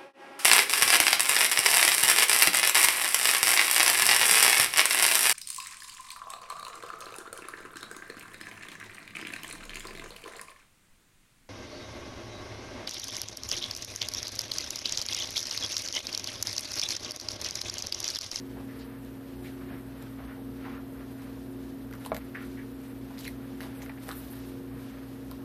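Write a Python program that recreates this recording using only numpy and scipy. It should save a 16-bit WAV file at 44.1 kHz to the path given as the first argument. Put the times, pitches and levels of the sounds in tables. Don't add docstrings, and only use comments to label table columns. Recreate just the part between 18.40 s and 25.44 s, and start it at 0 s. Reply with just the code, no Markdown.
import sys
import numpy as np
from scipy import signal
from scipy.fft import rfft, irfft, next_fast_len
from scipy.io import wavfile
from scipy.ndimage import uniform_filter1d, map_coordinates

SR = 44100
rng = np.random.default_rng(int(sys.argv[2]) if len(sys.argv) > 2 else 0)


def magnitude_from_level(level_db):
    exponent = np.asarray(level_db, float) / 20
    return 10 ** exponent


def wav_record(signal):
    frames = np.transpose(np.atleast_2d(signal))
    bounded = np.clip(frames, -1, 1)
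    quanta = np.round(bounded * 32767).astype(np.int16)
    wavfile.write(sys.argv[1], SR, quanta)


N = 310464

# (frequency [Hz], level [dB rms])
MOTOR_PAIR = [(58.21, -55.5), (61.76, -57.6)]
HUM_HZ = [119.98, 239.97, 359.94, 479.93, 269.09, 226.89, 210.83, 450.8, 117.19, 389.09, 468.75, 327.36,
          244.93, 53.64]
HUM_DB = [-51, -56, -57, -61.3, -43.1, -54.3, -63, -61.4, -66.4, -68.8, -67.7, -69.7, -67.6, -71]
HUM_SHAKE_DB = [1.2, 1, 1.8, 1.5, .2] + 9 * [1]
HUM_SWAY_DB = [0, 0, 3.5] + 11 * [0]
# (frequency [Hz], level [dB per Hz])
AIR_COLOUR = [(24, -48), (40, -15.5), (55, -7), (81, -13.5), (124, -7.5), (177, -10.5), (245, -8.5),
              (268, -5.5), (294, -11.5), (317, -8), (371, -11), (412, -14.5), (457, -14), (521, -19),
              (593, -18.5), (900, -22), (1170, -64), (1980, -120)]
# (frequency [Hz], level [dB per Hz])
HISS_COLOUR = [(350, -4), (600, 2), (828, -13.5), (862, -15), (934, -3), (1600, -7.5), (1750, -6.5),
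               (2120, -14), (3570, -21.5), (5270, -32.5), (13300, -14), (14800, -18.5)]
# (frequency [Hz], time to fall 60 dB [s])
ROOM_DECAY = [(300, 0.24), (2000, 0.084), (10000, 0.091)]

# (time [s], peak level [dB])
RING_KNOCK = [
    (3.7157, -15.8),
]
# (frequency [Hz], level [dB], time to fall 60 dB [s])
COVER_TONES = [(460, -20, 0.11), (477, -9, 0.11), (640, 10.5, 0.034), (600, -4, 0.032), (705, 4.5, 0.032),
               (825, -14, 0.1), (780, 14, 0.0071), (1030, 8, 0.02), (1650, -6, 0.05), (2260, -2.5, 0.023),
               (3515, -25, .02)]
# (time [s], peak level [dB], frequency [Hz], time to fall 60 dB [s])
TABLE_THUDS = [
    (1.301, -31, 62, 0.2),
    (1.3, -26, 255, 0.2),
    (1.819, -32, 56.5, 0.14),
    (3.718, -33, 211, 0.17),
    (5.848, -20.5, 64.6, 0.092),
    (6.328, -31, 122, 0.14),
]

# (peak time [s], level [dB], held [s], stack resonance [Hz])
BENDS = [(0.0, -68, 0.017, 1310), (.12, -61, 0.073, 1330), (.35, -57, 0.18, 1290), (.57, -71, .01, 1290),
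         (.68, -64.5, 0.13, 1330), (1.08, -57, .005, 1760), (1.21, -55.5, 0.01, 1230),
         (1.29, -54, 0.049, 1450), (1.56, -58, 0.11, 1410), (1.8, -54.5, 0.1, 1160),
         (2.25, -51.5, 0.052, 1340), (2.34, -64, 0.028, 1360), (2.57, -61, .01, 1310),
         (2.8, -59, 0.086, 1370), (3.6, -67, .06, 1310), (3.75, -52, 0.004, 1120), (3.96, -64, 0.15, 1650),
         (4.22, -65, .005, 1780), (4.45, -58.5, 0.011, 1430), (4.74, -61.5, 0.098, 1770),
         (4.96, -62, 0.11, 1210), (5.23, -55, .005, 1600), (5.33, -57, 0.16, 1610), (5.62, -62, .04, 1240),
         (5.71, -52, .01, 1290), (5.97, -59.5, 0.036, 1320), (6.35, -54.5, .005, 1020),
         (6.5, -60, 0.095, 1460), (6.92, -68, .01, 1130), (7.03, -60, .01, 1030)]
# (peak time [s], crinkle level [dB], held [s], slide level over crinkle [dB])
DRAGS = [(.36, -69, 0.025, 7), (.44, -68, 0.018, -5), (1.05, -59, 0.027, 1), (1.3, -73, 0.11, 8),
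         (3.65, -57.5, .015, 1.5), (4.45, -62, 0.014, 1), (4.85, -53, 0.0044, 1.5),
         (5.23, -56.5, 0.039, -4), (5.35, -65, 0.044, 5), (5.64, -56.5, 0.055, -0.5), (5.71, -55, .01, 4),
         (5.8, -58.5, 0.15, 1), (5.98, -58.5, 0.14, -5), (6.44, -58.5, 0.047, -10), (2.82, -61, .02, -3),
         (4.02, -62, .02, 0)]
# (frequency [Hz], level [dB per Hz])
CRINKLE_COLOUR = [(1500, 1.5), (2600, 1), (4000, 0.5), (6000, -4), (8000, -8.5), (11000, -12.5)]
# (frequency [Hz], level [dB per Hz])
SLIDE_COLOUR = [(5000, -53), (8000, -4), (10500, -1), (13000, 0), (15500, -4.5)]

# (time [s], peak level [dB], frequency [Hz], held [s], width [parts of frequency])
CREAKS = [(0.167, -37.5, 605, 0.032, 1.7), (0.285, -42, 1900, 0.03, 0.29), (1.046, -39, 2000, 0.018, 0.47),
          (1.3035, -33, 610, 0.01, 0.5), (1.8, -34, 603, 0.015, 0.83), (2.254, -30.5, 940, 0.018, 0.4),
          (2.329, -36.5, 1220, 0.041, 0.76), (2.541, -43, 1240, 0.025, 0.59),
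          (3.536, -40, 1300, 0.012, 1.1), (3.661, -32, 600, 0.0079, 0.38), (3.946, -28, 1710, 0.021, 0.42),
          (4.17, -38.5, 1850, 0.03, 0.44), (4.864, -35, 4170, 0.0057, 0.091),
          (0.388, -44, 4050, 0.033, 0.54), (1.955, -44, 850, 0.038, 0.16), (4.704, -37.5, 735, 0.0095, 1.3),
          (5.214, -38, 617, 0.062, 1.6), (5.663, -41, 705, 0.02, 0.52), (5.686, -32, 615, 0.0071, 0.64),
          (5.693, -43, 1400, 0.028, 0.7)]
# (time [s], peak level [dB], frequency [Hz])
PAGE_THUMPS = [
    (5.401, -34, 630),
    (5.428, -32, 690),
    (5.495, -30.5, 785),
    (5.575, -42, 595),
]
# (time [s], peak level [dB], frequency [Hz], held [s])
RUBS = [(0.167, -50, 1370, 0.015), (1.288, -42.5, 1600, 0.042), (1.334, -45, 1470, 0.051),
        (1.89, -41.5, 1570, 0.04), (2.239, -37, 1560, 0.025), (2.58, -43, 1390, 0.042),
        (2.809, -48.5, 1900, 0.028), (3.607, -43, 1650, 0.022), (3.8035, -41.5, 1820, 0.015),
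        (3.9819, -37.5, 1650, 0.044), (4.855, -42, 2400, 0.015), (2.25, -47, 2470, 0.039),
        (5.214, -39, 1880, 0.014), (5.4191, -43, 2050, 0.016), (5.491, -50, 2030, 0.009)]
# (time [s], peak level [dB], frequency [Hz], held [s])
SCUFFS = [(0.385, -49, 2590, 0.029), (1.044, -44.5, 3180, 0.035), (3.66, -40, 3400, 0.006),
          (4.7775, -41, 4360, 0.027), (4.805, -46, 3020, 0.039), (4.846, -38, 3090, 0.013),
          (5.418, -40, 6200, 0.012), (5.2246, -46, 3710, 0.017), (5.4144, -49, 2830, 0.02),
          (6.913, -52, 3100, 0.027)]
# (time [s], peak level [dB], frequency [Hz], held [s])
SWISHES = [(3.5095, -56, 12800, 0.03), (3.763, -35, 12900, 0.011), (4.7905, -38, 13000, 0.013),
           (5.2114, -40, 11900, 0.013), (5.409, -45, 12900, 0.043), (5.6366, -44, 14000, 0.03),
           (5.745, -36, 13800, 0.045), (5.76, -43, 10000, 0.031), (5.83, -46, 13400, 0.05),
           (5.9, -38.5, 13100, 0.026), (5.95, -45, 13300, 0.033), (5.71, -45, 13600, 0.03),
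           (6.0551, -48, 11500, 0.031)]

# (centre time [s], peak
# level [dB], frequency [Hz], length [cycles])
POPS = [(4.7753, -40, 1900, 4), (4.7829, -42, 4500, 8), (4.7911, -41, 4600, 6), (4.8534, -35, 2000, 2),
        (4.8677, -41, 2100, 5), (4.8694, -43, 4200, 16), (4.873, -41, 4400, 14), (4.8737, -44, 2200, 5),
        (4.8775, -34, 2200, 6), (4.8799, -29.5, 2030, 4.3), (4.8733, -46, 12800, 14),
        (4.8892, -46, 2300, 5), (5.2056, -41, 900, 2.2), (5.2111, -41, 2000, 4), (5.2305, -44, 2000, 4),
        (5.6846, -36, 700, 2), (5.6908, -33, 1300, 1.8), (5.6976, -43, 12500, 14), (5.7085, -37, 1050, 4),
        (5.7146, -34, 1600, 2.3), (5.7147, -32, 3900, 4.6), (5.7187, -45, 3700, 4), (5.7198, -41, 1050, 3),
        (5.725, -39, 1500, 4), (5.7285, -39, 1200, 3), (3.6622, -33, 900, 2.5), (3.7238, -39, 1400, 3),
        (3.7268, -36, 1200, 3), (3.7295, -32, 750, 4), (3.7662, -33, 1700, 2.5), (3.7734, -43, 2000, 4),
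        (3.7777, -41, 600, 2), (3.719, -43, 3300, 2.5), (3.9495, -39, 1750, 6), (4.015, -43, 1500, 6),
        (4.035, -47, 2200, 8), (4.176, -44, 2000, 8), (4.19, -48, 1700, 7), (4.215, -48, 2100, 9),
        (4.234, -47, 1500, 5), (1.303, -43, 1550, 9), (1.329, -45, 1650, 12), (1.312, -39, 260, 2.5),
        (1.345, -37, 270, 2.5),
        (.3972, -55, 7000, 9), (.4034, -55, 7000, 9), (.4107, -50, 4200, 9), (1.0446, -50, 3600, 7),
          (1.0461, -54, 7000, 8), (1.0488, -46, 1900, 6), (1.0621, -45, 2500, 4), (1.0708, -50, 3800, 7),
          (1.0735, -55, 7000, 9), (1.0861, -48, 1800, 5), (3.5371, -51, 7000, 7), (3.5498, -47, 1900, 5),
          (3.6505, -49, 7500, 6), (3.6506, -45, 1800, 3), (3.6617, -34, 9200, 6), (3.6717, -45, 12800, 12),
          (3.7465, -36, 7400, 5), (3.7466, -41, 2000, 3), (3.7569, -48, 3500, 5), (3.7597, -50, 9500, 9),
          (3.7708, -48, 3600, 5), (4.775, -49, 9500, 4), (4.7834, -50, 9700, 9), (4.791, -44, 7300, 7),
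          (4.8059, -47, 10300, 12), (4.8465, -45, 4300, 7), (4.8497, -42, 7000, 8), (4.8504, -46, 9300, 9),
          (4.8581, -52, 7000, 8), (4.8616, -49, 7000, 8), (4.8618, -43, 2300, 6), (4.8676, -50, 9800, 9),
          (4.8796, -31, 10200, 11), (4.8803, -40, 13400, 14), (4.8813, -39, 3900, 5), (5.23, -48, 3500, 5),
          (5.4254, -45, 2000, 5), (5.4622, -44, 2800, 2), (5.4655, -42, 1700, 4), (5.4957, -35, 1900, 4),
          (5.4982, -40, 2000, 4), (5.5007, -42, 1900, 4), (5.5755, -44, 1900, 5), (3.5366, -43, 1600, 3),
          (5.5074, -47, 1500, 3), (5.6907, -33, 9000, 6), (5.6955, -49, 9500, 9), (5.7024, -47, 12500, 12)]
# (time [s], crack peak [dB], top edge [dB], ring level [dB], ring frequency [Hz])
SNAPS = [(1.0444, -59, -11, 16, 2050), (1.624, -44, -2, 2, 848), (2.8204, -45, -12, 2, 969),
         (3.51, -50, -1, 8, 1420), (3.526, -47, -11, 12, 2000), (3.5353, -40.5, -12, 4, 1290),
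         (3.5515, -47, -7, 4, 1690), (3.649, -37, -22, -7, 1160), (3.6605, -33, -8, 1, 940),
         (3.7652, -30, -7, -10, 1900), (3.8943, -52, -8, -2, 1200), (4.0238, -47, -6, 6, 1270),
         (4.8762, -46, -25, 6, 2130), (4.878, -35, -6, -14, 2040), (5.205, -42, -4, -3, 1980),
         (5.2297, -40, -15, -4, 1460), (5.4605, -45, -22, 8, 1680), (5.4941, -55, -20, 20.5, 2020),
         (5.5765, -57, -12, 10, 1930), (5.683, -42, 0, 3, 920), (5.7132, -32, -17, -6, 1290),
         (6.9121, -37.5, -5.5, -0.5, 1050)]
# (time [s], peak level [dB], top edge [dB])
CRACKS = [(0.6478, -48, -6), (3.7452, -37, -2), (4.4357, -50, -8), (4.7796, -49, -4), (4.79, -44, -4),
          (4.8515, -34, -14), (5.209, -42, -20), (5.6894, -28, -12), (5.989, -50, -2)]
# (time [s], peak level [dB], frequency [Hz])
TICKS = [(4.775, -40, 1900), (4.7824, -36, 4200), (4.79, -37, 4300), (4.791, -40, 13300),
         (4.805, -38, 10800), (4.8105, -38, 7300), (4.815, -45, 4000), (4.8355, -40, 6800),
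         (4.845, -35, 4300), (4.8527, -34, 2300), (4.862, -37, 2600), (4.8786, -30, 10400),
         (5.2062, -29, 2060), (5.2064, -38, 12800), (5.2112, -36, 2100), (5.2155, -42, 12500),
         (5.2315, -45, 12000), (5.2355, -42, 3600), (5.42, -33, 2060), (5.4225, -41, 3700),
         (5.4255, -46, 6300), (5.4255, -43, 13000), (5.432, -46, 6800), (5.4663, -39, 1800),
         (5.496, -42, 1900), (5.499, -44, 2000), (5.518, -41, 1900), (5.6368, -43, 3040),
         (5.6908, -37, 1640), (5.709, -29, 1300), (5.722, -38, 1500), (5.73, -38, 1300),
         (5.762, -39, 13000), (5.935, -40, 1670), (3.662, -33, 3500), (3.746, -35, 2000),
         (3.7493, -27, 1900), (1.3065, -36, 696), (3.536, -44, 1500), (3.951, -38, 1700),
         (3.6505, -40, 2480), (4.8, -43, 3500), (4.824, -47, 3000), (4.857, -41, 3200), (4.867, -41, 2400),
         (5.211, -39, 4000), (5.5845, -41, 2000), (5.6925, -38, 3970), (5.7147, -36, 4500),
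         (5.933, -41, 12500), (5.8045, -41, 13500), (4.8785, -36, 13500)]

# (frequency [Hz], threshold over usual level [dB])
MUTE_THRESHOLD = [(3500, -32), (5500, -8), (7300, -1.5), (8800, -6.5), (11000, -29), (14500, -16)]


def unit(x):
    return x / np.sqrt(np.mean(x ** 2) + 1e-20)


def along(points, hz):
    f, v = np.transpose(points)
    return np.interp(np.log(hz + 1), np.log(f + 1), v)


def wobble(rate):
    knots = rng.standard_normal(int(N * rate / SR) + 4)
    return map_coordinates(knots, [np.arange(N) * rate / SR])


def coloured(x, spectrum):
    m = next_fast_len(len(x) + 8192)
    gain = magnitude_from_level(along(spectrum, np.fft.rfftfreq(m, 1 / SR)))
    return unit(irfft(rfft(x, m) * gain, m)[:len(x)])


def grains(clump_db, spike_db):
    strength = magnitude_from_level(clump_db * wobble(60) + spike_db * wobble(900))
    return unit(strength * rng.standard_normal(N))


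def strokes(s, db, held, rise, fall):
    late = np.arange(0, N + 64, 64) / SR - s[:, None]
    rising_db = rise * np.minimum(late, 0)
    falling_db = fall * np.maximum(late - held[:, None], 0)
    each_db = db[:, None] + rising_db - falling_db
    return np.repeat(np.sqrt(np.sum(magnitude_from_level(2 * each_db), axis=0)), 64)[:N]


def resonate(x, hz, width):
    b, a = signal.iirpeak(hz, 1 / np.clip(width, .05, 3), SR)
    return signal.lfilter(b, a, signal.lfilter(b, a, x))


def band_burst(t, hz, width, t60, rise, held=0):
    steps = np.repeat(rng.standard_normal(len(t) // 60 + 1), 60)[:len(t)]
    grit = magnitude_from_level(2.4 * steps) * rng.standard_normal(len(t))
    noise = unit(resonate(grit, hz, width))
    fade = magnitude_from_level(-60 * np.maximum(t - held, 0) / t60)
    return .5 * noise * fade * (1 - np.exp(-t / rise))


def struck(t, hz, width, scatter_s):
    push = magnitude_from_level(-60 * t / scatter_s) * rng.standard_normal(len(t)) * 0.4
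    push[0] = 1
    ring = resonate(push, hz, width)
    return ring / np.abs(ring).max()


def add(track, s, sound):
    track[round(s * SR):][:len(sound)] += sound


def hum():
    t = np.arange(N) / SR
    sway = np.cos(2 * np.pi * 1 * (t - .15))
    tones = np.zeros(N)
    for hz, db, shake_db, sway_db in zip(HUM_HZ, HUM_DB, HUM_SHAKE_DB, HUM_SWAY_DB):
        level = magnitude_from_level(db + shake_db * wobble(3.73) + sway_db * sway)
        tones += level * np.sin(2 * np.pi * (hz * t + rng.random()))
    pair = np.zeros(N)
    null_s = 1.682
    for k, (hz, db) in enumerate(MOTOR_PAIR):
        rocking = (1 - k) * .6 * sway
        pair += (-1) ** k * magnitude_from_level(db) * np.sin(2 * np.pi * hz * (t - null_s) + rocking)
    air = magnitude_from_level(-49.5 + .7 * wobble(3)) * coloured(rng.standard_normal(N), AIR_COLOUR)
    hiss = magnitude_from_level(-56.0 + 0.12 * wobble(2.1)) * coloured(rng.standard_normal(N), HISS_COLOUR)
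    return np.sqrt(2) * (tones * (1 + .11 * sway) + pair) + air + hiss


def room(x):
    hz, t, z = signal.stft(rng.standard_normal(SR // 2), SR, nperseg=256)
    fade = magnitude_from_level(-60 * t / along(ROOM_DECAY, hz)[:, None])
    tail = signal.istft(z * fade, SR, nperseg=256)[1]
    return signal.fftconvolve(np.pad(x, (200, 0)), tail / np.linalg.norm(tail))[:N]


def knocks():
    out, t = np.zeros(N + SR), np.arange(SR // 2) / SR
    for s, db in RING_KNOCK:
        ring = np.zeros(len(t))
        for hz, level, t60 in COVER_TONES:
            ring += magnitude_from_level(level - 60 * t / t60) * np.sin(2 * np.pi * hz * t)
        ring *= 1 - np.exp(-t / 0.00042)
        blow = struck(t, 2300, width=1.6, scatter_s=0.003)
        contact = np.hanning(10) / 5
        add(out, s + 0.00255, np.convolve(magnitude_from_level(db - 14.5) * ring + magnitude_from_level(db - 9.0) * blow, contact))
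    for s, db, hz, t60 in TABLE_THUDS:
        add(out, s, magnitude_from_level(db - 1.5) * band_burst(t, hz, width=0.27, t60=t60, rise=0.004))
    return out[:N]


def rubs_and_creaks():
    out, t = np.zeros(N + SR), np.arange(SR // 4) / SR

    def rub(s, db, hz, held, width, t60, rise):
        burst = band_burst(t, hz, width=width, t60=t60 + 3.7 * held, rise=rise, held=held)
        add(out, s, magnitude_from_level(db - 7.5) * burst)

    for s, db, hz, held, width in CREAKS:
        rub(s, db, hz, held, width, t60=0.038, rise=0.00062)
    for s, db, hz in PAGE_THUMPS:
        rub(s, db, hz, held=0.0034, width=0.7, t60=0.026, rise=0.00053)
    for s, db, hz, held in RUBS:
        rub(s, db, hz, held, width=0.66, t60=0.04, rise=0.00062)
    for s, db, hz, held in SCUFFS:
        rub(s, db, hz, held, width=0.66, t60=0.03, rise=0.00062)
    for s, db, hz, held in SWISHES:
        rub(s, db, hz, held, width=0.38, t60=0.017, rise=0.0031)
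    return out[:N]


def pops():
    out, t = np.zeros(N + SR), np.arange(-SR // 50, SR // 50) / SR
    for s, db, hz, cycles in POPS:
        swell = np.exp(-(2 * t * hz / cycles) ** 2 * 2)
        add(out, s + t[0], magnitude_from_level(db) * swell * np.cos(2 * np.pi * hz * t))
    return out[:N]


def snaps():
    out, t = np.zeros(N + SR), np.arange(SR // 4) / SR
    dry_cracks = [(s, db, edge_db, -12, 1040) for s, db, edge_db in CRACKS]
    for s, db, edge_db, ring_db, hz in SNAPS + dry_cracks:
        crack = struck(t, 3900, width=1.1, scatter_s=0.0035)
        edge = struck(t, 12800, width=.4, scatter_s=.005)
        after_slips_s = 0.026 * magnitude_from_level(0.32 * (db + 34))
        ring = struck(t, hz, width=0.54, scatter_s=after_slips_s)
        snap = crack + magnitude_from_level(edge_db + 9.5) * edge + magnitude_from_level(ring_db - 3.0) * ring
        add(out, s + .0011, magnitude_from_level(db + 1.0) * snap)
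    for s, db, hz in TICKS:
        add(out, s - .0005, magnitude_from_level(db - 2.0) * struck(t, hz, width=0.5, scatter_s=0.004))
    return out[:N]


def rustle():
    def moving(stroke, rest_db):
        return np.hypot(stroke, magnitude_from_level(rest_db + 1.3 * wobble(10)))

    s, flex_db, held, centre_hz = np.transpose(BENDS)
    hz, t, z = signal.stft(grains(clump_db=1.5, spike_db=-1), SR, nperseg=512)
    octaves = np.log2((hz[:, None] + 1) / np.interp(t, s, centre_hz))
    shape = magnitude_from_level(-4 * np.abs(octaves) - 4.4 * octaves ** 2)
    shape = shape / np.sqrt(np.mean(shape ** 2, axis=0))
    flex = unit(signal.istft(z * shape, SR, nperseg=512)[1][:N])
    bent = strokes(s, flex_db, held, rise=178, fall=114)

    crinkle = coloured(grains(clump_db=1.0, spike_db=0.5), CRINKLE_COLOUR)
    slide = coloured(grains(clump_db=3.0, spike_db=-1.0), SLIDE_COLOUR)
    s, crinkle_db, held, slide_db = np.transpose(DRAGS)
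    crinkled = strokes(s, crinkle_db, held, rise=198, fall=195)
    slid = strokes(s, crinkle_db + slide_db, held, rise=198, fall=195)
    return moving(bent, -67.5) * flex + moving(crinkled, -61.5) * crinkle + moving(slid, -67.5) * slide


def port_dip(x):
    octaves = np.log2((np.fft.rfftfreq(N, 1 / SR) + 1) / 8200)
    return irfft(rfft(x) * magnitude_from_level(-2.5 * np.exp(-(octaves / 0.15) ** 2)), N)


def scene():
    steady = hum() + rustle()
    hits = port_dip(knocks() + rubs_and_creaks() + pops() + snaps())
    return (hits + magnitude_from_level(-8.5) * room(hits) + steady)[None]


def mute_weak_treble(x):
    size, start, band = 1024, 946, 8
    n, k = np.arange(2 * size), np.arange(size)
    basis = np.cos(np.pi / size * np.outer(n + .5 + size / 2, k + .5)) * np.sqrt(2 / size)
    basis *= signal.windows.kaiser_bessel_derived(2 * size, 4 * np.pi)[:, None]
    padded = np.pad(x, (2 * size - start, 3 * size))
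    at = np.arange(0, len(padded) - 2 * size, size)[:, None] + n
    lines = padded[at] @ basis

    level_db = 10 * np.log10(np.mean(lines.reshape(len(at), -1, band) ** 2, axis=2) + 1e-20)
    loud_db = 10 * np.log10(np.mean(lines[:, 24:140] ** 2, axis=1, keepdims=True) + 1e-20)
    hz = (np.arange(size // band) + .5) * band * SR / 2 / size
    usual_db = np.median(level_db, axis=0)
    nearby_db = uniform_filter1d(level_db - usual_db, size=9, axis=1)
    limit_db = usual_db + 0.4 * nearby_db + along(MUTE_THRESHOLD, hz)
    limit_db = limit_db + 0.49 * (loud_db - np.median(loud_db))
    chance = unit(uniform_filter1d(rng.standard_normal(level_db.shape), size=2, axis=0))
    kept = (level_db > limit_db + 5.5 * chance) | (hz < MUTE_THRESHOLD[0][0])

    frames = (lines * np.repeat(kept, band, axis=1)) @ basis.T
    return np.bincount(at.ravel(), frames.ravel())[2 * size - start:][:N]


def roll_off(x):
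    return signal.sosfilt(signal.butter(12, 15430, fs=SR, output="sos"), x)


def record(dry):
    hz = np.fft.rfftfreq(N, 1 / SR)
    passed = (hz < 14540) / np.sqrt(1 + (45 / (hz + 1)) ** 8)
    heard = mute_weak_treble(irfft(rfft(dry[0]) * passed, N))
    return roll_off(heard[None])


dry = scene()
out = record(dry)
wav_record(out)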